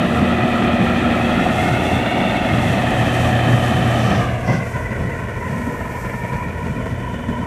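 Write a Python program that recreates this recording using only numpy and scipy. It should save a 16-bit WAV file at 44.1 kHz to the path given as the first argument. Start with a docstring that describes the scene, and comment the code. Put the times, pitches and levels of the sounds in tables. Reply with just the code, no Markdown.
"""An open field at harvest, one microphone standing a few metres from a passing combine harvester.
Header and cab come by first, then the closed flank. Engine, threshing drum and fan hum under ticking
valves and dense sheet-metal clatter; cut straw hisses, and wads of crop thud through the drum.
The body shades the din as it goes by, and two short reflections sweep its colour downwards."""
import sys
import numpy as np
from scipy import signal
from scipy.fft import rfft, irfft, next_fast_len
from scipy.io import wavfile
from scipy.ndimage import uniform_filter1d, map_coordinates

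SR = 44100
rng = np.random.default_rng(int(sys.argv[2]) if len(sys.argv) > 2 else 0)


def wav_out(sig):
    """Save sig, one row per channel (or a flat mono array), as 16-bit PCM at SR to the path in sys.argv[1]."""
    wavfile.write(sys.argv[1], SR, np.round(np.clip(np.atleast_2d(sig).T, -1, 1) * 32767).astype(np.int16))


N = 328986
T = np.arange(N) / SR
PASS_S, SHADE_S = 4.27, 0.063  # when the body hides the open front from the microphone, and how quickly


def undb(db):
    """Decibels to gain."""
    return 10 ** (np.asarray(db) / 20)


def unit(x):
    """Scale to rms 1."""
    return x / np.sqrt(np.mean(x ** 2))


def even(x, span_s):
    """Hold the strength of a random vibration steady over span_s; rms 1."""
    return x / np.sqrt(uniform_filter1d(x ** 2, max(int(span_s * SR), 1)) + 1e-9)


def curve(table):
    """Join rows of t/s, value by straight lines."""
    return np.interp(T, *np.transpose(table))


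def walk(rate):
    """A smooth random drift that changes about rate times a second; rms 1."""
    coarse = T[::40]
    drift = map_coordinates(rng.standard_normal(8192), [coarse * rate], order=3, mode="wrap")
    return unit(np.interp(T, coarse, drift))


def passing(before, after, late_s=0):
    """Glide from one value to another as the body hides the open front."""
    return before + (after - before) * (1 + np.tanh((T - PASS_S - late_s) / (2 * SHADE_S))) / 2


def beam(centre_s, half_s, peak):
    """A flat-topped swell, as when a beam of sound sweeps over the microphone."""
    return peak / (1 + ((T - centre_s) / half_s) ** 4)


def spell(start_s, length_s, attack_s=.007, release_s=.014):
    """An envelope that rises, holds and dies away."""
    rise = 1 - np.exp(-np.maximum(T - start_s, 0) / attack_s)
    return rise * np.exp(-np.maximum(T - start_s - length_s, 0) / release_s)


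def cut(x, hz, kind, order=2):
    """Low-pass or high-pass."""
    return signal.sosfilt(signal.butter(order, hz, kind, fs=SR, output="sos"), x)


def colour(x, spectrum, panels=()):
    """Pass x through a broad spectrum with panel peaks and dips on top; rms 1."""
    size = next_fast_len(N, real=True)
    f = np.maximum(np.arange(size // 2 + 1) * SR / size, 1)
    hz, db = np.transpose(spectrum)
    gain_db = np.interp(np.log(f), np.log(hz), db)
    for centre, width, peak_db in panels:
        gain_db += peak_db / (1 + (2 * (f - centre) / width) ** 2)
    roll_off = np.minimum(f / hz[0], 1) * np.minimum(hz[-1] / f, 1)
    return unit(irfft(rfft(x, size) * undb(gain_db) * roll_off ** 2, size)[:N])


def impacts(rate, spread_db):
    """A hail of tiny blows of uneven size, about rate a second; rms 1."""
    sizes = np.sign(rng.standard_normal(N)) * undb(spread_db * rng.standard_normal(N))
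    return unit((rng.random(N) < rate / SR) * sizes)


def narrow(turns, width_hz):
    """A narrow resonance shaken at random; rms 1."""
    swing = cut(rng.standard_normal(N) + 1j * rng.standard_normal(N), hz=width_hz / 2, kind="low")
    return unit(np.real(swing * np.exp(2j * np.pi * turns)))


def shaft(nominal_hz, wobble):
    """Cycles run through by a rotating part whose speed wavers with the load."""
    # shaft speed: t/s, share of nominal
    speed = [(0, .994), (1.8, .995), (2.9, 1.006), (4.1, 1.007), (4.7, 1.0), (5.3, 1.003), (6.2, .997),
             (7.46, 1.003)]
    return np.cumsum(nominal_hz * curve(speed) * (1 + wobble * walk(9))) / SR


def strokes(turns, decay, scatter_db):
    """A jolt once a turn, each with its own strength, fading over decay turns; rms 1."""
    sizes = undb(scatter_db * rng.uniform(-1, 1, 4096))
    return unit(sizes[turns.astype(int) % 4096] * np.exp(-(turns % 1) / decay))


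def tone(turns, db, flutter_db):
    """One partial of a rotating part, fluttering in level."""
    return np.sqrt(2) * np.sin(2 * np.pi * (turns + rng.random())) * undb(db + flutter_db * walk(14))


def sizzle():
    """The flank sizzles faintly once it faces the microphone."""
    # sizzle spectrum: f/Hz, level/dB
    spectrum = [(6500, -15), (7800, -1), (8800, -8), (13500, -1)]
    swell = beam(centre_s=5.96, half_s=0.46, peak=undb(-54))
    return colour(impacts(rate=3300, spread_db=4), spectrum) * swell


def rasps():
    """Bright rasps sweep by with the edge of the body."""
    # rasp swells: t/s, half length/s, level/dB
    swells = [(4.107, 0.13, -40.5), (4.53, 0.066, -41.5)]
    # rasp spectrum: f/Hz, level/dB
    spectrum = [(2500, -1), (3400, 3), (3900, -8), (4450, 0), (5300, 2), (5900, 5), (6800, -9.5)]
    envelope = sum(beam(s, half_s, undb(db)) for s, half_s, db in swells)
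    return colour(impacts(rate=3500, spread_db=5), spectrum) * envelope


def straw():
    """Dry stalks hiss and snap as they are cut and drawn in, louder in each thicker patch."""
    # thicker patches of crop: t/s, length/s, gain/dB
    patches = [(1.36, 0.51, 4.5), (2.388, 1.65, 4), (3.114, 0.031, 8), (4.396, 0.36, 5.5),
               (5.438, 0.72, 3.5)]
    # spectrum of the cutting: f/Hz, level/dB
    spectrum = [(3000, -26), (4300, 2), (5100, 1), (5850, 7), (6500, 3.5), (8000, 4.5), (10500, -1.5),
                (13000, -3), (14200, -60)]
    feed_db = walk(10) + .9 * walk(27)
    for s, length, extra_db in patches:
        feed_db += extra_db * spell(s, length, attack_s=.07, release_s=.08)
    rustle = rng.standard_normal(N) + 0.35 * impacts(rate=1700, spread_db=6.5)
    cutting = colour(rustle, spectrum) * undb(passing(-46.5, -54.5))
    # a thin, high hiss gets past the body
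    thin = unit(cut(rng.standard_normal(N), hz=9000, kind="high")) * undb(-62.5)
    return (cutting + thin) * undb(feed_db)


def plate():
    """Short scrapes make a steel plate on the flank ring."""
    # scrapes: t/s, length/s, level/dB
    scrapes = [(4.475, 0.038, -27.5), (4.525, 0.044, -33), (4.6, .035, -31), (4.745, 0.044, -39),
               (4.908, 0.016, -30.5), (5.107, 0.016, -29), (5.396, 0.084, -36), (6.083, .02, -35)]
    # plate modes: f/Hz, width/Hz, level/dB
    modes = [(1560, 120, -13), (2020, 80, 0), (2690, 80, -15)]
    force = sum(undb(db) * spell(s, length) for s, length, db in scrapes)
    return force * sum(undb(db) * even(narrow(hz * T, width), span_s=.02) for hz, width, db in modes)


def whine():
    """A rough whine on the flank, like a rubbing belt, comes in short flares."""
    # flares of the whine: t/s, length/s, level/dB
    flares = [(4.74, 0.031, -29.5), (4.785, .025, -33), (5.24, .03, -35), (5.35, .03, -38),
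              (5.403, 0.071, -29.5), (5.525, .02, -33), (5.595, 0.044, -36), (5.652, 0.06, -34),
              (5.734, 0.025, -29), (5.84, 0.016, -27), (5.878, .025, -33), (5.938, 0.048, -31),
              (6.025, 0.041, -34), (6.1, .03, -34), (6.296, 0.043, -28), (6.36, 0.066, -28.5),
              (6.472, .03, -37), (6.607, 0.025, -32), (6.765, .025, -34), (7.023, 0.051, -32.5),
              (7.073, 0.063, -35), (7.229, 0.049, -37.5), (7.321, 0.055, -30), (7.408, 0.055, -31.5)]
    pitch_hz, width_hz, octave_db = 989, 57, -18.5
    envelope = sum(undb(db) * spell(s, length) for s, length, db in flares)
    note, octave = (even(narrow(k * pitch_hz * T, k * width_hz), span_s=.03) for k in (1, 2))
    return envelope * (note + undb(octave_db) * octave)


def rings(lag_ms):
    """Narrow metallic bands swell and chatter; their pitch sinks as the reflection's lag grows."""
    # ringing bands: t/s, half length/s, cycles per lag, width/Hz, level/dB, chatter/dB
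    bands = [(0.67, 1.14, 2.16, 140, -32, 6), (0.55, 0.63, 3.22, 100, -34, 2),
             (2.07, 0.95, 3.28, 115, -34, 4.5), (1.67, 1.67, 4.05, 133, -35, 3),
             (1, 0.32, 3.7, 70, -41.5, 7), (3.17, 0.59, 2.87, 170, -33, 5),
             (1.47, 0.64, 2.8, 125, -38.5, 4), (1.6, 1.4, 5.3, 170, -41.5, 6),
             (3.63, 0.75, 5.0, 79, -38.5, 1.5), (1.2, 1.14, .58, 50, -35.5, 0),
             (5.02, .18, .92, 94, -33, 2), (5.41, .06, .92, 100, -35, 4), (4.12, 0.18, 2.05, 140, -31, -3),
             (4.97, 0.28, 4.05, 90, -36.5, 1), (6.3, 1.35, 2.11, 60, -43, 2),
             (5.91, 0.76, 3.97, 107, -39, 2.5), (6.32, 0.43, 5.0, 157, -42, 5),
             (7.37, 0.72, 6.3, 150, -49.5, 5), (7.4, 0.56, 7.3, 240, -58, 5)]
    turns = np.cumsum(1000 / lag_ms) / SR
    ringing = np.zeros(N)
    for s, half_s, cycles, width_hz, db, chatter_db in bands:
        band = narrow(cycles * turns, width_hz)
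        ringing += band * beam(s, half_s, undb(db + chatter_db * np.tanh(walk(35))))
    return ringing


def side_tones():
    """Faint tones beside the fan's octave, and one higher, come and go."""
    # side tones: t/s, half length/s, nominal f/Hz, level/dB
    notes = [(.55, 0.46, 695, -37), (1.1, .7, 775, -38), (3.2, .85, 774, -38.5), (6.1, 0.76, 958, -42)]
    return sum(tone(shaft(hz, wobble=.002), db, flutter_db=2) * beam(s, half_s, 1)
               for s, half_s, hz, db in notes)


def fan(blade_turns):
    """The blade tones swell as the fan faces the microphone; it is hidden a little after the front."""
    # fan partials: harmonic, front level/dB, flank level/dB
    partials = [(1, -39.5, -48), (2, -35, -53)]
    # beams of the blade tone and its octave: t/s, half length/s, gain/dB
    lobes = [(1.0, 1.16, 7), (2.4, 1.8, 5)]
    return sum(tone(k * blade_turns, passing(front, side, late_s=0.19) + beam(*lobe), flutter_db=1.4)
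               for (k, front, side), lobe in zip(partials, lobes))


def exhaust(firings):
    """The engine's firings make a low note that swells and sinks along the way."""
    # exhaust partials: harmonic, front level/dB, flank level/dB
    partials = [(1, -31, -33.5), (2, -64, -49), (5, -61, -47)]
    # swells and dips of the note: t/s, half length/s, gain/dB
    swells = [(.27, .14, 4.5), (2.2, .17, -14), (3.85, 0.6, 3), (5.95, 0.32, -2.5)]
    note = sum(tone(k * firings, passing(front, side), flutter_db=1.3) for k, front, side in partials)
    return note * undb(sum(beam(*swell) for swell in swells))


def drum(bar_turns):
    """The threshing drum sends out the beat of its bars in one broad beam, the octave in narrower ones."""
    # drum partials: harmonic, front level/dB, flank level/dB
    partials = [(1, -31.5, -35.5), (2, -37, -40.5), (4, -51, -43)]
    # beams of the octave: t/s, half length/s, gain/dB
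    lobes = [(.78, .92, 16), (2.85, .3, 6), (3.55, .4, 6), (5.65, .15, 5), (7.3, .15, 9)]
    beat, octave, upper = (tone(k * bar_turns, passing(front, side), flutter_db=1)
                           for k, front, side in partials)
    feed_db = 3 * walk(32)  # uneven feed roughens the lowest note
    beat_db = beam(centre_s=3.69, half_s=0.99, peak=10.2) + feed_db
    octave_db = sum(beam(*lobe) for lobe in lobes)
    return beat * undb(beat_db) + octave * undb(octave_db) + upper


def rattles():
    """Stalks and stones rattle the drum housing; long rattles swell more slowly."""
    # rattles: t/s, level/dB, 60 dB decay time/s
    hits = [(1.458, -8.5, 0.04), (4.09, -21, 0.5), (4.468, -14.5, 0.44), (5.01, -29, 0.12),
            (5.723, -36, 0.054), (5.849, -20, 0.031), (5.933, -29, 0.082), (6.348, -27, 0.064)]
    # spectrum of the housing: f/Hz, level/dB
    housing = [(250, 9), (600, 14), (800, 19), (1000, 8), (1500, 1), (2050, -3), (2800, -9), (3800, -24),
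               (6000, -42)]
    force = np.zeros(N)
    for s, db, t60 in hits:
        life = np.clip((T - s) / t60, 0, 2)
        force += undb(db) * (1 - np.exp(-life / 0.046)) * undb(-60 * life)
    return force * colour(impacts(rate=6700, spread_db=-3), housing)


def wads():
    """Lumps of crop thud through the drum and make its housing boom: the machine's uneven chug."""
    # wads of crop: t/s, length/s, thud level/dB, boom level/dB
    lumps = [(0.007, 0.013, -18, -20), (0.127, 0.1, -23, -23), (0.414, 0.024, -22, -19),
             (0.613, 0.026, -22, -33), (0.802, 0.048, -17, -24), (1.032, .06, -26, -25),
             (1.37, 0.054, -21, -23), (1.6, .04, -23, -25), (1.704, 0.03, -17, -25.5),
             (1.91, 0.056, -24, -28), (2.17, 0.063, -30, -27), (2.494, 0.08, -18, -31),
             (2.64, 0.064, -17, -29), (3.023, 0.065, -24, -28), (3.168, .06, -21.5, -30),
             (3.319, 0.034, -23, -29), (3.432, 0.11, -21, -29), (3.708, 0.15, -20.5, -27),
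             (4.067, 0.16, -19, -29), (4.47, 0.086, -17.5, -31), (4.573, 0.047, -25, -37),
             (4.737, 0.021, -19.5, -32), (4.901, .025, -23, -30), (4.984, 0.11, -24.5, -34.5),
             (5.489, 0.082, -23, -32), (5.59, 0.024, -23, -28), (5.66, 0.032, -28, -21.5),
             (5.722, 0.022, -33, -29), (6.048, 0.017, -25, -35), (6.128, 0.034, -29, -32),
             (6.2, .04, -26, -38), (6.316, 0.03, -20, -39), (6.454, 0.036, -22, -31),
             (6.626, 0.096, -24.5, -36), (6.748, 0.058, -26.5, -27.5), (6.894, 0.044, -26.5, -36),
             (7.118, 0.019, -30, -32), (7.28, 0.033, -25, -21), (7.394, .04, -27.5, -28.5)]
    # thud in the drum: f/Hz, level/dB
    thud_spectrum = [(30, -24), (70, -2), (120, 11), (200, 7), (270, -6), (380, -5), (700, -32),
                     (1500, -20)]
    # boom of the housing: f/Hz, level/dB
    boom_spectrum = [(170, -13), (220, 0), (275, 0), (340, -16.5), (450, -14), (700, -24.5)]
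    thud = even(colour(rng.standard_normal(N), thud_spectrum), span_s=.025)
    boom = even(colour(rng.standard_normal(N), boom_spectrum), span_s=.025)
    return sum(spell(s, length) * (undb(thud_db) * thud + undb(boom_db) * boom)
               for s, length, thud_db, boom_db in lumps)


def valve_train(firings, engine_hz):
    """Valves and injectors tick in the same pattern every four firings, hardest at each firing; rms 1."""
    cycle = int(4 * SR / engine_hz)
    ticks = map_coordinates(rng.standard_normal(cycle), [(firings / 4 % 1) * cycle], order=3, mode="wrap")
    return unit(ticks * strokes(firings, decay=.9, scatter_db=2))


def clatter(firings, engine_hz, flank_share):
    """Chains, sieves and knife shake the panels; the valves tick through from the open front."""
    # clatter of the open front: f/Hz, level/dB
    front_spectrum = [(25.0, -25), (45.0, -40), (90.0, -17), (200.0, 3), (330.0, 1), (430.0, -7),
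                      (720.0, -3), (950.0, -6), (1400.0, -13), (1900.0, -15), (2500.0, -18.5),
                      (3300.0, -23), (4000.0, -27), (7000, -59.5)]
    # peaks and dips of the front panels: f/Hz, width/Hz, gain/dB
    front_panels = [(780, 225, -4.5), (1112, 118, -9.5), (1364, 88, -7), (2330, 140, -5.5),
                    (2660, 400, 4.5), (2920, 200, 1), (3440, 210, 5)]
    # clatter of the closed flank: f/Hz, level/dB
    flank_spectrum = [(25.0, -1.5), (45.0, 3.5), (90.0, -1), (200.0, -3), (330.0, -8), (430.0, -11.5),
                      (720.0, -15), (950.0, -14), (1400.0, -25), (1900.0, -16), (2500.0, -17.5),
                      (3300.0, -35), (4000.0, -43), (7000, -38.5)]
    # peaks and dips of the flank panels: f/Hz, width/Hz, gain/dB
    flank_panels = [(448, 96, 4), (703, 176, 9), (818, 64, -6.5), (1495, 420, 10), (2660, 220, -8.5),
                    (3000, 170, 3)]
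    valve_share = .16  # of the power of the blows at the front
    knife = strokes(firings / 4, decay=0.55, scatter_db=5)
    knock = strokes(firings, decay=0.4, scatter_db=6)
    front_shake = (1 + .22 * knife + .05 * knock) * undb(.3 * walk(45))
    flank_shake = (1 + .3 * knife + .06 * knock) * undb(walk(60))
    front_blows = np.sqrt(1 - valve_share) * impacts(rate=14000, spread_db=2)
    front_blows += np.sqrt(valve_share) * valve_train(firings, engine_hz)
    flank_blows = impacts(rate=11000, spread_db=3)
    front = colour(front_blows * front_shake, front_spectrum, front_panels) * undb(3)
    flank = colour(flank_blows * flank_shake, flank_spectrum, flank_panels) * undb(1.5)
    return front * np.sqrt(1 - flank_share) + flank * np.sqrt(flank_share)


def drive_by(din):
    """The din grows, drops behind the body and recedes; its rumble throbs with the load on the drum."""
    approach_db_per_s, recede_db_per_s, rumble_db_per_s = 0.43, 1.28, 1.5
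    nearest_s = 3.4  # the rumble's share is least when the machine is nearest
    level_db = passing(-20 + approach_db_per_s * (T - PASS_S), -26.5 - recede_db_per_s * (T - PASS_S))
    rumble_db = -2 + rumble_db_per_s * np.abs(T - nearest_s) + walk(22)
    rumble = cut(din, hz=350, kind="low", order=3) * undb(rumble_db)
    return (rumble + cut(din, hz=307, kind="high", order=3)) * undb(level_db)


def reflections(din, lag_ms, flank_share):
    """The ground returns all but the treble; a duller, inverted echo follows close behind."""
    ground_hz, late_ms = 3500, lag_ms + 0.34
    soft = signal.sosfiltfilt(signal.butter(3, ground_hz, fs=SR, output="sos"), din)
    first = np.interp(T - lag_ms / 1000, T, soft)
    second = np.interp(T - late_ms / 1000, T, cut(soft, hz=2500, kind="low", order=1))
    return din + .4 * first - (.16 + .27 * flank_share) * second


def scene():
    """The whole machine going past one spot in the field, in mono."""
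    # ground reflection behind the direct sound: t/s, lag/ms
    ground_lag = [(0, 1.63), (1, 1.64), (2.2, 1.464), (2.9, 1.606), (4.1, 1.64), (4.75, 2.03), (5.4, 2.11),
                  (6.1, 2.2), (6.8, 2.08), (7.46, 2.1)]
    engine_hz, drum_hz, fan_hz = 84.0, 119.2, 366.5  # nominal rates of firings, bars and blades
    lag_ms = curve(ground_lag)
    flank_share = passing(0.066 + 0.073 * T, 0.96)  # of the clatter's power
    firings = shaft(engine_hz, wobble=.001)
    panels = drive_by(clatter(firings, engine_hz, flank_share))
    din = reflections(panels + wads() + rattles(), lag_ms, flank_share)
    bar_turns, blade_turns = shaft(drum_hz, wobble=.002), shaft(fan_hz, wobble=.0012)
    hum = exhaust(firings) + fan(blade_turns) + side_tones() + drum(bar_turns)
    return (din + hum + rings(lag_ms) + whine() + plate() + straw() + sizzle() + rasps())[None]


def record(dry):
    """The deepest bass is dropped, the highest peaks are rounded and the treble ends at about 14 kHz."""
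    drive, treble_edge_hz = .7, 14200
    lean = cut(dry, hz=52, kind="high", order=3)
    rounded = np.tanh(drive * lean) / drive
    return signal.sosfilt(signal.ellip(8, .2, 70, treble_edge_hz, fs=SR, output="sos"), rounded)


dry = scene()
out = record(dry)
wav_out(out)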